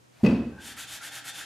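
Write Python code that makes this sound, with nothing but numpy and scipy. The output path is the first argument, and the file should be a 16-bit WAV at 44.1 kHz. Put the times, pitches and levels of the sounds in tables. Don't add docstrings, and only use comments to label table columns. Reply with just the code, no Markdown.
import sys
import numpy as np
from scipy import signal
from scipy.fft import rfft, irfft, next_fast_len
from scipy.io import wavfile
from scipy.ndimage import uniform_filter1d, map_coordinates

SR = 44100
rng = np.random.default_rng(int(sys.argv[2]) if len(sys.argv) > 2 else 0)


def linear_from_db(decibels):
    return 10 ** (np.asarray(decibels, float) / 20)


def output_pcm(signal):
    pcm = np.clip(np.atleast_2d(signal).T, -1, 1) * 32767
    wavfile.write(sys.argv[1], SR, np.round(pcm).astype(np.int16))


N = 63945
T = np.arange(N) / SR

# frequency in Hz, density in dB per Hz.
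AIR_SPECTRUM = [(15, -74), (25, -22), (119, -5.5), (152, -5), (615, -12), (896, -14.5), (4620, -26),
                (6740, -25.5), (15500, -37)]
# frequency in Hz, correlation from -1 to 1.
AIR_ALIKE = [(60, 0.22), (240, -0.2), (950, -0.58), (3800, 0.39), (9000, 0.39), (15000, -0.28)]
# frequency in Hz, level in dB.
FAN_HUM = [(102.3, -95), (123.8, -66)]
# frequency in Hz, decay time t60 in s.
WALL_T60 = [(100, 0.25), (1000, 0.57), (4000, 0.65), (12000, 0.19)]
# frequency in Hz, correlation from -1 to 1.
WALL_ALIKE = [(100, 1), (1000, 0.8), (5000, .3), (14000, 0.97)]
# frequency in Hz, correlation from -1 to 1.
SAND_ALIKE = [(300, .4), (900, 0.91), (1500, 0.98), (3500, 0.72), (5000, 0.36), (7000, 0.24), (10000, 0.33),
              (14000, 0.57)]
# frequency in Hz, gain in dB.
MIC_RESPONSE = [(30, -12), (60, -0.5), (13000, 1), (15000, -4), (15650, -10)]

# start in seconds, level in dB.
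TOOL_TOUCHES = [(.245, -38.5), (0.2484, -28), (.262, -25.5), (0.2639, -24), (0.271, -29), (0.288, -33),
                (0.309, -36), (.317, -38.5), (0.346, -48), (0.354, -45), (0.364, -42)]
# frequency in Hz, level in dB, decay time t60 in s.
TOOL_MODES = [(2003, -11, 0.043), (2551, -8.5, 0.031), (2550, -8, 0.051), (2710, -8, 0.033),
              (4613, -12.5, 0.025), (5300, -11.5, 0.0075), (3390, -10.5, 0.011)]

# start in seconds, force in dB.
DOOR_BLOWS = [
    (.232, 2.27),
    (0.289, -14.5),
    (.309, -5.5),
    (.336, -12),
    (.398, -17),
]
# frequency in Hz, level in dB, decay time t60 in s.
DOOR_MODES = [(127.5, -23.5, 0.32), (151, -16.5, 0.088), (162.2, -20, 0.28), (211, -9, 0.14),
              (220.9, -16.5, 0.29), (376, -16.5, 0.099), (588, -27, 0.13), (649, -33.5, 0.15),
              (748.5, -40.5, 0.1)]
# frequency in Hz, level in dB, decay time t60 in s.
BENCH_MODES = [(156, -23, 0.28), (176.9, -32, 0.74), (201.4, -9.5, 0.35), (240.1, -20.5, 1),
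               (259.8, -20.5, 0.56), (269.3, -23.5, 0.79), (327, -34.5, 1), (372.7, -34, 0.93),
               (440, -23, 0.34), (500, -21.5, 0.27), (525, -45, 0.26)]
# frequency in Hz, level in dB, decay time t60 in s.
FLOOR_MODES = [(69.75, -33.5, 1.01), (86.4, -37.5, 1.26), (123, -35, 0.81)]
# start in seconds, rise in s, then modes with frequency in Hz, level in dB, t60 in s.
LAST_ROCK = (0.457, 0.014, [(229.5, -16.5, 0.1), (243, -34, 0.065)])
# frequency in Hz, density in dB per Hz.
SHUDDER_SPECTRUM = [(40, -27), (100, -26.5), (230, -9.5), (450, -14), (900, -27), (2200, -36.5),
                    (5000, -46.5), (14000, -66.5)]
# frequency in Hz, decay time t60 in s.
SHUDDER_T60 = [(60, 1), (250, 0.88), (600, 0.6), (1500, 0.66), (8000, 0.53)]
# start in seconds,
# length in s, level in dB, # centre in Hz, width in Hz.
CRUNCHES = [
    (0.23, 0.0064, -56, 7000, 8950),
    (0.236, 0.0092, -39, 1130, 500),
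    (0.237, 0.042, -60, 7950, 8900),
    (0.264, .005, -44, 5300, 1200),
]

# start in seconds, length in s, level in dB,
# centre in Hz, width in Hz.
PAPER_SLIDES = [
    (0.1933, 0.03, -54, 780, 100),
    (0.473, 0.18, -57.5, 1560, 20),
    (0.557, .075, -52.5, 1590, 75),
    (1, 0.034, -46.5, 1400, 49),
    (0.507, 0.11, -59, 820, 94),
    (0.094, 0.25, -62, 1600, 1800),
]
# start in seconds, length in s, level in dB, wood tone in dB,
# lean of the pressure from -1 to 1.
STROKES = [
    (0.578, 0.17, -46, 0.5, 0.41),
    (0.761, 0.099, -43.5, 0, -0.14),
    (0.855, .14, -43, -3, 0.27),
    (1.004, 0.097, -43.5, 3, 0.21),
    (1.102, 0.11, -44.5, 3.5, 0.033),
    (1.233, 0.087, -42.5, 3, 0.24),
    (1.325, .13, -44, 2, 0.01),
]
# frequency in Hz, density in dB per Hz.
RASP_SPECTRUM = [(150, -12), (400, -20), (800, -11), (1150, -12.5), (1500, -8.5), (3500, -6), (10000, -18),
                 (15500, -53)]
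# frequency in Hz, density in dB per Hz.
FIZZ_SPECTRUM = [(2350, -59), (4000, -10), (5590, -7), (6860, -5.5), (11000, -4.5), (14300, -14),
                 (15500, -17)]
# frequency in Hz, width in Hz, level in dB.
NEAR_END = [(1330, 56, -4), (1446, 82, -3.5), (1604, 108, -1), (1702, 83, -1), (1815, 73, -2),
            (1960, 120, -9), (2200, 170, -10)]
# frequency in Hz, width in Hz, level in dB.
FAR_END = [(2563, 58, -0.5), (2910, 72, -1.5), (3180, 70, 2), (3292, 78, -1.5), (3545, 39, 6.5),
           (3824, 53, -9), (4610, 88, -11), (6970, 750, -8.5)]
# frequency in Hz, width in Hz, level in dB.
PANEL = [(290.7, 15.2, 2.5), (776, 55, -0.5), (916, 39, -4.5), (713, 13, -13), (423, 27, -11)]

ROUND = 0.64
CLUMP_DB = 1.2
PLACE_DB = 11


def unit(x):
    return x / np.sqrt(np.mean(x ** 2) + 1e-20)


def along(points, hz):
    f, v = np.transpose(points)
    return np.interp(np.log(hz + 1), np.log(f + 1), v)


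def filtered(x, response):
    m = next_fast_len(N + SR)
    return irfft(rfft(x, m) * response(np.fft.rfftfreq(m, 1 / SR)), m)[..., :N]


def resonances(rows):
    def response(f):
        return sum((-1) ** k * linear_from_db(db) * 1j * f * width / (centre * centre - f * f + 1j * f * width)
                   for k, (centre, width, db) in enumerate(rows))
    return response


def wobble(rate):
    return map_coordinates(rng.standard_normal(2000), [T * rate])


def pair(alike, spectrum=((1, 0),)):
    def mid_side_gains(hz):
        turn = np.arccos(np.clip(along(alike, hz), -1, 1)) / 2
        return linear_from_db(along(spectrum, hz)) * [np.cos(turn), np.sin(turn)]
    mid, side = filtered(rng.standard_normal((2, N)), mid_side_gains)
    return unit(np.array([mid + side, mid - side]))


def dying(noise, t60s):
    hz, t, z = signal.stft(noise, SR, nperseg=256)
    decay = linear_from_db(-60 * t / along(t60s, hz)[:, None])
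    return signal.istft(z * decay, SR, nperseg=256)[1][..., :N]


def ring(modes, start, rise):
    t = np.clip(T - start, 0, None)
    vibration = sum(linear_from_db(db - 60 * t / t60) * np.sin(2 * np.pi * hz * t) for hz, db, t60 in modes)
    return (1 - np.exp(-(t / rise) ** 1.58)) * vibration


def speed(start, length, lean):
    u = np.clip((T - start) / length, 0, 1)
    return np.abs(np.sin(np.pi * u ** np.exp(lean)))


def grits():
    tears = rng.standard_normal(N) * (rng.random(N) < 8300 / SR)
    tears = tears * linear_from_db(0.5 * rng.standard_normal(N))
    return unit(tears + 0.82 * rng.standard_normal(N))


def coloured_grits(spectrum):
    return unit(filtered(grits(), lambda hz: linear_from_db(along(spectrum, hz))))


def resonant_grits(centre, width):
    return unit(filtered(grits(), resonances([(centre, width, 0)])))


def air():
    hum = sum(linear_from_db(db + 2.5 + 1.7 * wobble(5.9)) * np.sin(2 * np.pi * hz * T + 0.53 * wobble(9))
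              for hz, db in FAN_HUM)
    hiss_db = -55.5 - 3.5 + 0.72 * wobble(2.1)
    return linear_from_db(hiss_db) * pair(AIR_ALIKE, AIR_SPECTRUM) + hum


def room(x, alike):
    tail = dying(pair(alike), WALL_T60)
    tail = tail / np.sqrt(np.sum(tail ** 2) / 2)
    return signal.fftconvolve(np.pad(x, (250, 0))[None], tail, axes=1)[:, :N]


def rattle():
    rings, clicks = np.zeros(N), np.zeros(N)
    t = T[:SR // 5]
    click_db, click_t60_s, click_hz = -8, 0.006, 4500
    for start, db in TOOL_TOUCHES:
        at = round(start * SR)
        modes = sum(linear_from_db(level + rng.standard_normal() - 60 * t / t60) * np.sin(2 * np.pi * hz * t)
                    for hz, level, t60 in TOOL_MODES)
        rings[at:][:len(t)] += linear_from_db(db) * modes * (1 - np.exp(-t / 0.00045))
        click = linear_from_db(db + click_db - 60 * t / click_t60_s) * rng.standard_normal(len(t))
        clicks[at:][:len(t)] += click
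    return rings + filtered(clicks, lambda hz: 1 / (1 + 1j * hz / click_hz) ** 3)


def shudder():
    noise = unit(filtered(rng.standard_normal(N), lambda hz: linear_from_db(along(SHUDDER_SPECTRUM, hz))))
    return dying(noise, SHUDDER_T60) * linear_from_db(-22) * (1 - np.exp(-T / 0.02))


def crunch():
    return sum(linear_from_db(db) * speed(start, length, -0.3) * resonant_grits(hz, width)
               for start, length, db, hz, width in CRUNCHES)


def knock():
    first = DOOR_BLOWS[0][0]
    bench_rise_s = 0.028
    door = sum(linear_from_db(db) * ring(DOOR_MODES, start, 0.0055) for start, db in DOOR_BLOWS)
    shaking = np.pad(shudder(), (round(first * SR), 0))[:N]
    settle_s, settle_takes_s, settle_db = 0.41, 0.022, -17.5
    damping = linear_from_db(settle_db * np.clip((T - settle_s) / settle_takes_s, 0, 1))
    top = ring(BENCH_MODES, first, bench_rise_s) * damping
    floorboards = ring(FLOOR_MODES, first, bench_rise_s)
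    rock_s, rock_rise_s, rock_modes = LAST_ROCK
    last_rock = ring(rock_modes, rock_s, rock_rise_s)
    return door + top + last_rock + floorboards + crunch() + shaking


def slides():
    return sum(linear_from_db(db + 1.3 * wobble(58)) * speed(start, length, 0.14) * resonant_grits(hz, width)
               for start, length, db, hz, width in PAPER_SLIDES)


def rung(drive, rows):
    response = resonances(rows)
    return filtered(drive * grits(), response) / np.std(filtered(grits(), response))


def sanding():
    press_s, press_takes_s, press_db = 0.563, 0.088, -3
    press = linear_from_db(press_db * np.clip(1 - (T - press_s) / press_takes_s, 0, 1))
    rasp, fizz, tone = np.zeros((3, N))
    for start, length, db, tone_db, lean in STROKES:
        hand = speed(start, length, lean)
        rasp += linear_from_db(db) * hand ** ROUND * press
        fizz += linear_from_db(db - 2) * hand ** (ROUND * 1.78) * press
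        tone += linear_from_db(db + tone_db) * speed(start, length, lean - 0.085) ** ROUND * press
    broad = rasp * linear_from_db(-2) * coloured_grits(RASP_SPECTRUM)
    fine = fizz * linear_from_db(CLUMP_DB * wobble(61.44)) * coloured_grits([(2500, -27.5)] + FIZZ_SPECTRUM)

    turns = [row[0] for row in STROKES] + [STROKES[-1][0] + STROKES[-1][1]]
    place = np.interp(T, turns, -(-1.) ** np.arange(len(turns))) / 2
    near_db = -5.5 + PLACE_DB * place + CLUMP_DB * wobble(70)
    near = rung(tone * linear_from_db(near_db), NEAR_END)
    far_db = -5 + 4 * (T - 1) - 0.6 * PLACE_DB * place + CLUMP_DB * wobble(70.74)
    far = rung(rasp * linear_from_db(far_db), FAR_END)
    panel_db = -12.5 + 1 * (T - 1)
    panel_drive = uniform_filter1d(tone, size=round(0.078 * SR))
    panel = rung(panel_drive * linear_from_db(panel_db), PANEL)
    return broad + fine + near + far + panel


def scene():
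    sand = sanding() + slides()
    boom, tool = knock(), rattle()
    sand_echo = room(linear_from_db(-6.5) * sand, SAND_ALIKE)
    knock_echo = room(linear_from_db(-13) * boom + linear_from_db(-7.5) * tool, WALL_ALIKE)
    side = np.array([[1], [-1]])
    direct = sand * linear_from_db(0.3 * side) + boom + tool * linear_from_db(3.7 * side)
    return direct + sand_echo + knock_echo + air()


def top_cut(x):
    return signal.sosfilt(signal.butter(12, 15670, fs=SR, output="sos"), x)


def record(dry):
    mix = filtered(dry, lambda hz: linear_from_db(along(MIC_RESPONSE, hz)) * (hz < 15720))
    return top_cut(mix)


dry = scene()
out = record(dry)
output_pcm(out)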